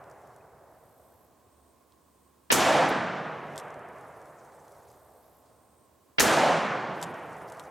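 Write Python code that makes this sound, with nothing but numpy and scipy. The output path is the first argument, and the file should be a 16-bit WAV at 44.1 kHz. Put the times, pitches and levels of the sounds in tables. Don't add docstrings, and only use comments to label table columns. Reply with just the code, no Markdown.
import sys
import numpy as np
from scipy import signal
from scipy.fft import rfft, irfft, next_fast_len
from scipy.io import wavfile
from scipy.ndimage import uniform_filter1d, map_coordinates

SR = 44100
rng = np.random.default_rng(int(sys.argv[2]) if len(sys.argv) > 2 else 0)


def file_out(sig):
    cols = np.atleast_2d(sig).T
    lim = np.clip(cols, -1, 1)
    pcm = np.round(lim * 32767).astype(np.int16)
    wavfile.write(sys.argv[1], SR, pcm)


def to_linear_factor(level_db):
    exponent = np.asarray(level_db, float) / 20
    return 10 ** exponent


N = 339570

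# [t/s, crack level/dB, roar level/dB]
SHOTS = [
    (-1.78, -120, .3),
    (2.517, -15, .1),
    (6.197, -14.5, .2),
]
# [f/Hz, density/dB per Hz]
OVERLOAD_COLOUR = [(60, -32), (150, -5.5), (430, -1), (2000, -4), (2900, -6.5), (3650, -11), (5500, -18.5),
                   (6100, -30), (6600, -42), (9000, -46.5), (16000, -58)]
# [f/Hz, density/dB per Hz]
CRACK_COLOUR = [(300, -26.5), (1500, 0), (4000, -5.5), (6500, -2.5), (9000, -10), (13000, -13),
                (16500, -23)]
# [delay/s, level/dB, f/Hz]
TRUNK_ECHOES = [(.0035, -13, 500), (.0068, -10, 900), (.012, -14, 1600), (.018, -13, 1500),
                (.0225, -17, 1700), (.0312, -11, 1150), (.0365, -15, 450), (.0405, -14, 1300),
                (.0445, -17, 700), (.0525, -15, 900)]

# [f/Hz, density/dB per Hz]
NEAR_COLOUR = [(18, -52), (40, -10), (300, -5), (800, -10.5), (1800, -3), (2600, -8.5), (4200, -14),
               (6500, -8), (9000, -12), (12300, -14), (16500, -26.5)]
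# [f/Hz, t60/s]
NEAR_T60 = [(40, 0.32), (300, 0.9), (1000, 0.13), (2500, 0.16), (6000, .25), (10000, 0.24), (16000, 0.22)]
# [f/Hz, density/dB per Hz]
ROAR_COLOUR = [(18, -94), (40, -57), (72, -26), (153, -1.5), (234, -7), (350, -8), (461, -6.5), (689, -3),
               (1170, -7), (1660, -10), (3000, -21), (5250, -33), (8500, -45), (12000, -61.5), (16500, -91)]
# [f/Hz, loss/dB per s]
EARLY_LOSS = [(40, 21), (100, -13.5), (170, -21.5), (300, 5), (650, -8.5), (1000, -4), (1500, -1),
              (2200, 3), (3100, 10.5), (4500, 19), (6700, 38), (9400, 46), (12000, 65.5), (14500, 74.5),
              (16500, 83.5)]
# [f/Hz, loss/dB per s]
LATE_LOSS = [(40, 5.5), (100, -7.5), (170, 11.5), (260, 8), (400, 0), (650, 0.5), (1000, 3), (1500, 5),
             (2200, 7), (3100, 13), (4500, 23.5), (6700, 15), (10000, 39)]
# [f/Hz, correlation]
ROAR_LIKENESS = [(60, 1), (300, 0.99), (1000, 0.97), (4000, 0.98), (6000, 0.91), (11000, 0.51)]
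# [f/Hz, left minus right level/dB]
ROAR_BALANCE = [(60, -2.5), (200, -2.5), (300, -3), (500, -0.5), (1400, -1), (2500, 0), (10000, 0)]
# [f/Hz, width/Hz, level/dB]
SWELL_MODES = [(513, 79, 6), (772, 290, 6)]
SWELL_DELAY_S, SWELL_WIDTH_S, SWELL_DB = .243, .043, -23
PLATEAU_DB, BUILD_DB, BUILD_S = -20.5, 26.5, .026
HOLD_S, SAG_DB_PER_S, NEAR_DB_PER_S = 0.31, 12.5, 21.5
DEEP_DB, DEEP_DB_PER_S = -9.5, 9.5
EDGE_S, EDGE_DB_PER_S = 3, 7.5

# [t/s of the sear catching, peak level/dB, time stretch]
COCKINGS = [
    (3.5778, -25.5, 1.0),
    (7.0264, -21, .62),
]
# [t/s from the catch, level/dB re peak, f/Hz]
LOCKWORK = [
    (-.0424, -27.5, 5750),
    (-.02, -13.5, 6370),
    (-.0114, -17, 13200),
    (0, -0.5, 7240),
    (.0076, -11, 7950),
    (.0126, -9.5, 7750),
    (0.02, -11, 5200),
    (0.0316, -25, 7630),
]
# [t/s, peak level/dB, f/Hz]
HANDLING_TICKS = [(.0393, -51, 4600), (.0982, -53, 8970), (.1121, -51, 6510), (.2728, -53, 7850),
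                  (.3616, -50, 9360), (1.9215, -54, 4500), (3.681, -56, 8370), (3.7035, -49, 6310),
                  (3.7414, -45.5, 4860), (3.7924, -55, 8720), (3.8866, -53, 9760), (3.9838, -52, 7190),
                  (4.0094, -49, 7750), (4.2158, -51, 7360), (4.2552, -52, 7620), (4.4494, -50, 8930),
                  (4.6803, -50, 4900), (4.7194, -51, 9140), (4.9013, -50, 5000), (4.9144, -47, 10000),
                  (7.1412, -46, 5110), (7.3294, -52, 6820), (7.3674, -49, 7110), (7.4989, -41, 7200),
                  (7.5208, -39.5, 6970), (7.5474, -51, 8810), (7.5707, -49, 7780), (7.5956, -34, 5000),
                  (7.637, -49, 6510), (7.652, -51.5, 6900)]
# [t/s, peak level/dB, f/Hz, t60/s, frame ring level/dB]
DEBRIS = [
    (2.889, -34.5, 11540, 0.013, -16.5),
    (2.898, -40, 12500, 0.0305, -21.5),
]
# [f/Hz, width/Hz, level/dB]
STEEL_MODES = [(3440, 930, -0.5), (4670, 740, -0.5), (7600, 290, -4.5), (12500, 1500, -10)]
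TICK_T60_S = 0.0041
RING_DB, RING_GROWTH = -1, .4
CREAK_DB, CREAK_HZ, CREAK_SPREAD_DB = -62.5, 8640, 0

# [t/s, length/s, level/dB]
MOVES = [
    (.06, 0.3, -82),
    (3.42, .26, -76.5),
    (3.9, 0.45, -77),
    (4.35, 0.22, -76),
    (4.576, .37, -75),
    (4.95, 0.6, -83),
    (6.9, 0.3, -71.5),
    (7.22, 0.18, -69),
    (7.42, 0.25, -70),
]
# [f/Hz, density/dB per Hz]
CLOTH_COLOUR = [(1500, -17), (3500, -6.5), (7000, -4), (11000, -6.5), (15000, -14), (17000, -31.5)]

# [t/s, length/s, level/dB]
CRICKET = [(.7, .42, -78.5), (1.41, .3, -76.5), (1.99, .28, -77.5), (2.33, .3, -83), (4.3, .5, -81),
           (4.85, .34, -76), (5.35, .5, -75.5), (6.06, .15, -82)]
# [t/s, length/s, level/dB]
KATYDID = [
    (.55, .7, -72.5),
    (4.5, 0.91, -71.5),
]
# [f/Hz, width/Hz, level/dB]
WING_MODES = [(10450, 1900, -8.5), (12350, 2900, -4.5), (13600, 1800, -4.5)]
# [t/s, length/s, f/Hz, level/dB]
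BIRD_NOTE = (.404, .013, 2500, -64)
CHORUS_DB = -96

# [f/Hz, density/dB per Hz]
FLOOR_COLOUR = [(15, -66), (25, -37.5), (53, -20), (74, 0), (97, -16.5), (266, -9), (878, -18.5),
                (1090, -13), (1220, -22), (1880, -28.5), (2750, -31), (6210, -31.5), (8370, -28.5),
                (10700, -32.5), (16500, -31)]
# [f/Hz, correlation]
FLOOR_LIKENESS = [(60, 0.87), (180, 0.77), (550, 0.35), (1650, 0.92), (4970, 0.5), (15000, 0.73)]
# [f/Hz, left minus right level/dB]
FLOOR_BALANCE = [(60, 0), (240, -0.5), (950, -6), (3770, 0.5), (15000, -1)]
# [f/Hz, width/Hz, level/dB]
MACHINE_BANDS = [
    (71.7, 14, -78.5),
    (1059, 64, -76),
]
FLOOR_DB = -62.5
# [f/Hz, time/s]
BACKGROUND_RECOVERY = [(1000, .6), (9000, .65), (13000, 0.51), (16000, 1.6)]
MONO_HZ, TOP_HZ, SIDE_LEAK_DB = 11400, 16650, -18


def blast():
    out = np.zeros((2, N))
    t = np.arange(SR // 20) / SR
    n = len(t)
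    for s, db, _ in SHOTS[1:]:
        held = np.clip(np.minimum(t / .002, (.0125 - t) / .0015), .06 * (t < .0143), 1)
        choked = rush(OVERLOAD_COLOUR, [(300, -0.8), (1000, -1.0), (5000, 0.21)], n)
        add(out, s - .0143, to_linear_factor(-17.5) * held * choked)
        onset = t / 0.018 * (t < .007)
        add(out, s - .021, to_linear_factor(-45.5) * onset * rush(OVERLOAD_COLOUR, [(1000, .3)], n))
        crack = np.clip((.0024 - t) / 0.0011, 0, 1) * rush(CRACK_COLOUR, [(1000, 1.0)], n)
        add(out, s, to_linear_factor(db) * crack)
        decay = to_linear_factor(db + 2.0 - 60 * t / 0.04) * np.minimum(t / 0.004, 1)
        add(out, s + 0.0053, decay * rush(CRACK_COLOUR, [(1000, .87)], n))
        for delay, echo_db, hz in TRUNK_ECHOES:
            wavelet = -np.sin(2 * np.pi * hz * t) * hz * t * np.exp(1 - .9 * hz * t)
            side = lean(np.clip(8 * np.log2(hz / 1150), -10, 4))
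            add(out, s + delay - 1 / hz, to_linear_factor(-9.0 + echo_db + rng.normal(0, 1)) * side * wavelet)
    return out


def roar(middle_s, lumpy_db):
    out = np.zeros((2, N))
    for s, _, db in SHOTS:
        def loss_db(hz, t):
            older = np.maximum(t - s, 0) - middle_s
            rate = np.where(older < 0, along(EARLY_LOSS, hz), along(LATE_LOSS, hz))
            return rate * older + lumpy_db * patches(hz, t, 30, 2)

        out += fading(rush(ROAR_COLOUR, ROAR_LIKENESS), loss_db, size=1024) * answer(s, db)
    t = np.arange(SR) / SR
    near_likeness = [(100, .6), (400, .8), (1500, 0.31), (3000, 1.0), (8000, 0.69)]
    for s, *_ in SHOTS[1:]:
        near = rush(NEAR_COLOUR, near_likeness, SR)
        near = fading(near, lambda hz, t: 60 * t / along(NEAR_T60, hz), size=256)
        add(out, s + 0.0022, to_linear_factor(-16.5) * near * np.minimum(t / 0.0035, 1))
        boom = unit(filtered(rush([(600, 0)], ROAR_LIKENESS, SR), lambda f: modes(SWELL_MODES)(f) ** 2))
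        add(out, s, to_linear_factor(SWELL_DB - ((t - SWELL_DELAY_S) / SWELL_WIDTH_S) ** 2) * boom)
    return filtered(out, lambda hz: lean(along(ROAR_BALANCE, hz)))


def answer(s, db):
    age = np.maximum(np.arange(N) / SR - s, 0)
    near_db = -SAG_DB_PER_S * age - NEAR_DB_PER_S * np.maximum(age - HOLD_S, 0)
    deep_db = DEEP_DB - DEEP_DB_PER_S * age - EDGE_DB_PER_S * np.maximum(age - EDGE_S, 0)
    build = to_linear_factor(PLATEAU_DB + db - BUILD_DB * np.exp(-age / BUILD_S))
    return (age > 0) * build * np.hypot(to_linear_factor(near_db), to_linear_factor(deep_db))


def clicks():
    out = np.zeros((2, N))
    t = np.arange(3000) / SR
    for s, db, hz, t60, steel_db in contacts(count=40) + list(DEBRIS):
        decay = to_linear_factor(-60 * t / t60) + to_linear_factor(-13.5 - 60 * t / 0.042)
        puff = rng.standard_normal(len(t)) * decay * (1 - np.exp(-t / 0.00017))

        def response(f):
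            body = modes([(hz, .9 * hz, 0)])(f) ** 2 + to_linear_factor(steel_db) * modes(STEEL_MODES)(f)
            return body / (1 + (f / 12500) ** 6)

        tick = filtered(puff, response)
        add(out, s + 0.00066, to_linear_factor(db - 1) * lean(2.4) * tick / np.abs(tick).max())
    return out


def contacts(count):
    lock = [(s + stretch * delay, db + under, hz)
            for s, db, stretch in COCKINGS for delay, under, hz in LOCKWORK]
    moves = np.array(MOVES)[np.arange(count) % len(MOVES)]
    luck = rng.uniform(size=(count, 3))
    creak_s = moves[:, 0] + moves[:, 1] * luck[:, 0]
    creak_db = CREAK_DB + .5 * (moves[:, 2] + 78) - CREAK_SPREAD_DB * np.log(luck[:, 1])
    creak_hz = CREAK_HZ * 2 ** (luck[:, 2] - .5)
    every = lock + list(HANDLING_TICKS) + list(zip(creak_s, creak_db, creak_hz))
    return [(s, db, hz, TICK_T60_S, RING_DB + RING_GROWTH * (db + 37)) for s, db, hz in every]


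def rustle():
    grains = to_linear_factor(1.4 * map_coordinates(rng.standard_normal(600), [np.linspace(0, 598, N)]))
    cloth = rush(CLOTH_COLOUR, [(5000, 1.0), (12000, 0.88)])
    cloth = fading(cloth, lambda hz, t: 3 * patches(hz, t, 40, 5), size=512)
    return phrases(MOVES, swell_db=-1.0, rise_s=0.068, stop_s=.06) * to_linear_factor(5.0) * unit(grains * cloth)


def insects():
    cricket = trill(68.2, 0.52, [(8060, 900, 0), (8950, 900, 0.95)])
    cricket_gain = phrases(CRICKET, swell_db=6.5, rise_s=.12, stop_s=0.037) + to_linear_factor(CHORUS_DB)
    katydid = trill(56.3, 0.71, WING_MODES)
    katydid_gain = phrases(KATYDID, swell_db=6, rise_s=.25, stop_s=.04)
    out = cricket_gain * cricket * lean(3) + katydid_gain * katydid
    s, length, hz, db = BIRD_NOTE
    t = np.arange(round(length * SR)) / SR
    add(out, s, to_linear_factor(db) * np.hanning(len(t)) * np.sin(2 * np.pi * hz * t))
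    return out


def trill(rate, sharp, body):
    strokes = (.5 + .5 * np.sin(2 * np.pi * rate * np.arange(N) / SR)) ** sharp
    return unit(filtered(strokes * rng.standard_normal(N), lambda f: modes(body)(f) ** 2))


def air():
    hum = 0
    for hz, width, db in MACHINE_BANDS:
        band = filtered(rng.standard_normal(N), lambda f: modes([(hz, width, 0)])(f) ** 2)
        hum = hum + to_linear_factor(db) * unit(band)
    floor = filtered(rush(FLOOR_COLOUR, FLOOR_LIKENESS), lambda hz: lean(along(FLOOR_BALANCE, hz)))
    return to_linear_factor(FLOOR_DB - 1.5) * floor + hum * to_linear_factor([[-3.5], [2.5]])


def ducked(x, depth_db):
    def loss_db(hz, t):
        depth = depth_db * (1 + (hz / 13000) ** 4)
        return sum(depth * (t > s) * np.exp(-((t - s) / along(BACKGROUND_RECOVERY, hz)) ** 2) for s, *_ in SHOTS)

    return fading(x, loss_db, size=512)


def phrases(rows, swell_db, rise_s, stop_s):
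    t = np.arange(N) / SR
    gain = 0
    for s, length, db in rows:
        swell = to_linear_factor(db - swell_db * np.clip(1 - (t - s) / length, 0, 1))
        gain = gain + swell * np.clip(np.minimum((t - s) / rise_s, 1 + (s + length - t) / stop_s), 0, 1)
    return gain


def rush(spectrum, alike, n=N):
    def response(hz):
        turn = np.arccos(np.clip(along(alike, hz), -1, 1)) / 2
        return to_linear_factor(along(spectrum, hz)) * [np.cos(turn), np.sin(turn)]

    mid, side = filtered(rng.standard_normal((2, n)), response)
    return unit(np.array([mid + side, mid - side]))


def fading(noise, loss_db, size):
    hz, t, z = signal.stft(noise, SR, nperseg=size)
    return signal.istft(z * to_linear_factor(-loss_db(hz[:, None], t)), SR, nperseg=size)[1][:, :noise.shape[1]]


def patches(hz, t, bins, frames):
    luck = rng.standard_normal((len(hz), len(t)))
    return unit(uniform_filter1d(uniform_filter1d(luck, size=bins, axis=0), size=frames))


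def modes(table):
    return lambda f: sum((-1) ** k * to_linear_factor(db) * 1j * f * w / (c * c - f * f + 1j * f * w)
                         for k, (c, w, db) in enumerate(table))


def filtered(x, response):
    n = x.shape[-1]
    m = next_fast_len(n + 4096)
    return irfft(rfft(x, m) * response(np.fft.rfftfreq(m, 1 / SR)), m)[..., :n]


def along(points, hz):
    f, v = np.transpose(points)
    return np.interp(np.log(hz + 1), np.log(f + 1), v)


def lean(left_minus_right_db):
    return to_linear_factor(left_minus_right_db * np.array([[.5], [-.5]]))


def unit(x):
    return x / np.sqrt(np.mean(x ** 2) + 1e-20)


def add(out, s, x):
    i = max(round(s * SR), 0)
    out[..., i:i + x.shape[-1]] += x[..., :N - i]


def scene():
    shots = blast() + roar(middle_s=0.54, lumpy_db=1.0)
    return shots + clicks() + rustle() + ducked(insects() + air(), depth_db=5.5)


def low_pass(x):
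    return signal.sosfilt(signal.butter(12, 17410, fs=SR, output="sos"), x)


def record(dry):
    left, right = dry / (1 + np.abs(dry / .5) ** 4) ** .25

    def passed(hz):
        bass_cut = (1j * hz / (1j * hz + 40)) ** 2
        below_top = hz < TOP_HZ
        side_gain = np.where(hz < MONO_HZ, 1, to_linear_factor(SIDE_LEAK_DB))
        return np.array([below_top, below_top * side_gain]) * bass_cut

    mid, side = filtered(np.array([left + right, left - right]) / 2, passed)
    return low_pass(np.array([mid + side, mid - side]))


dry = scene()
out = record(dry)
file_out(out)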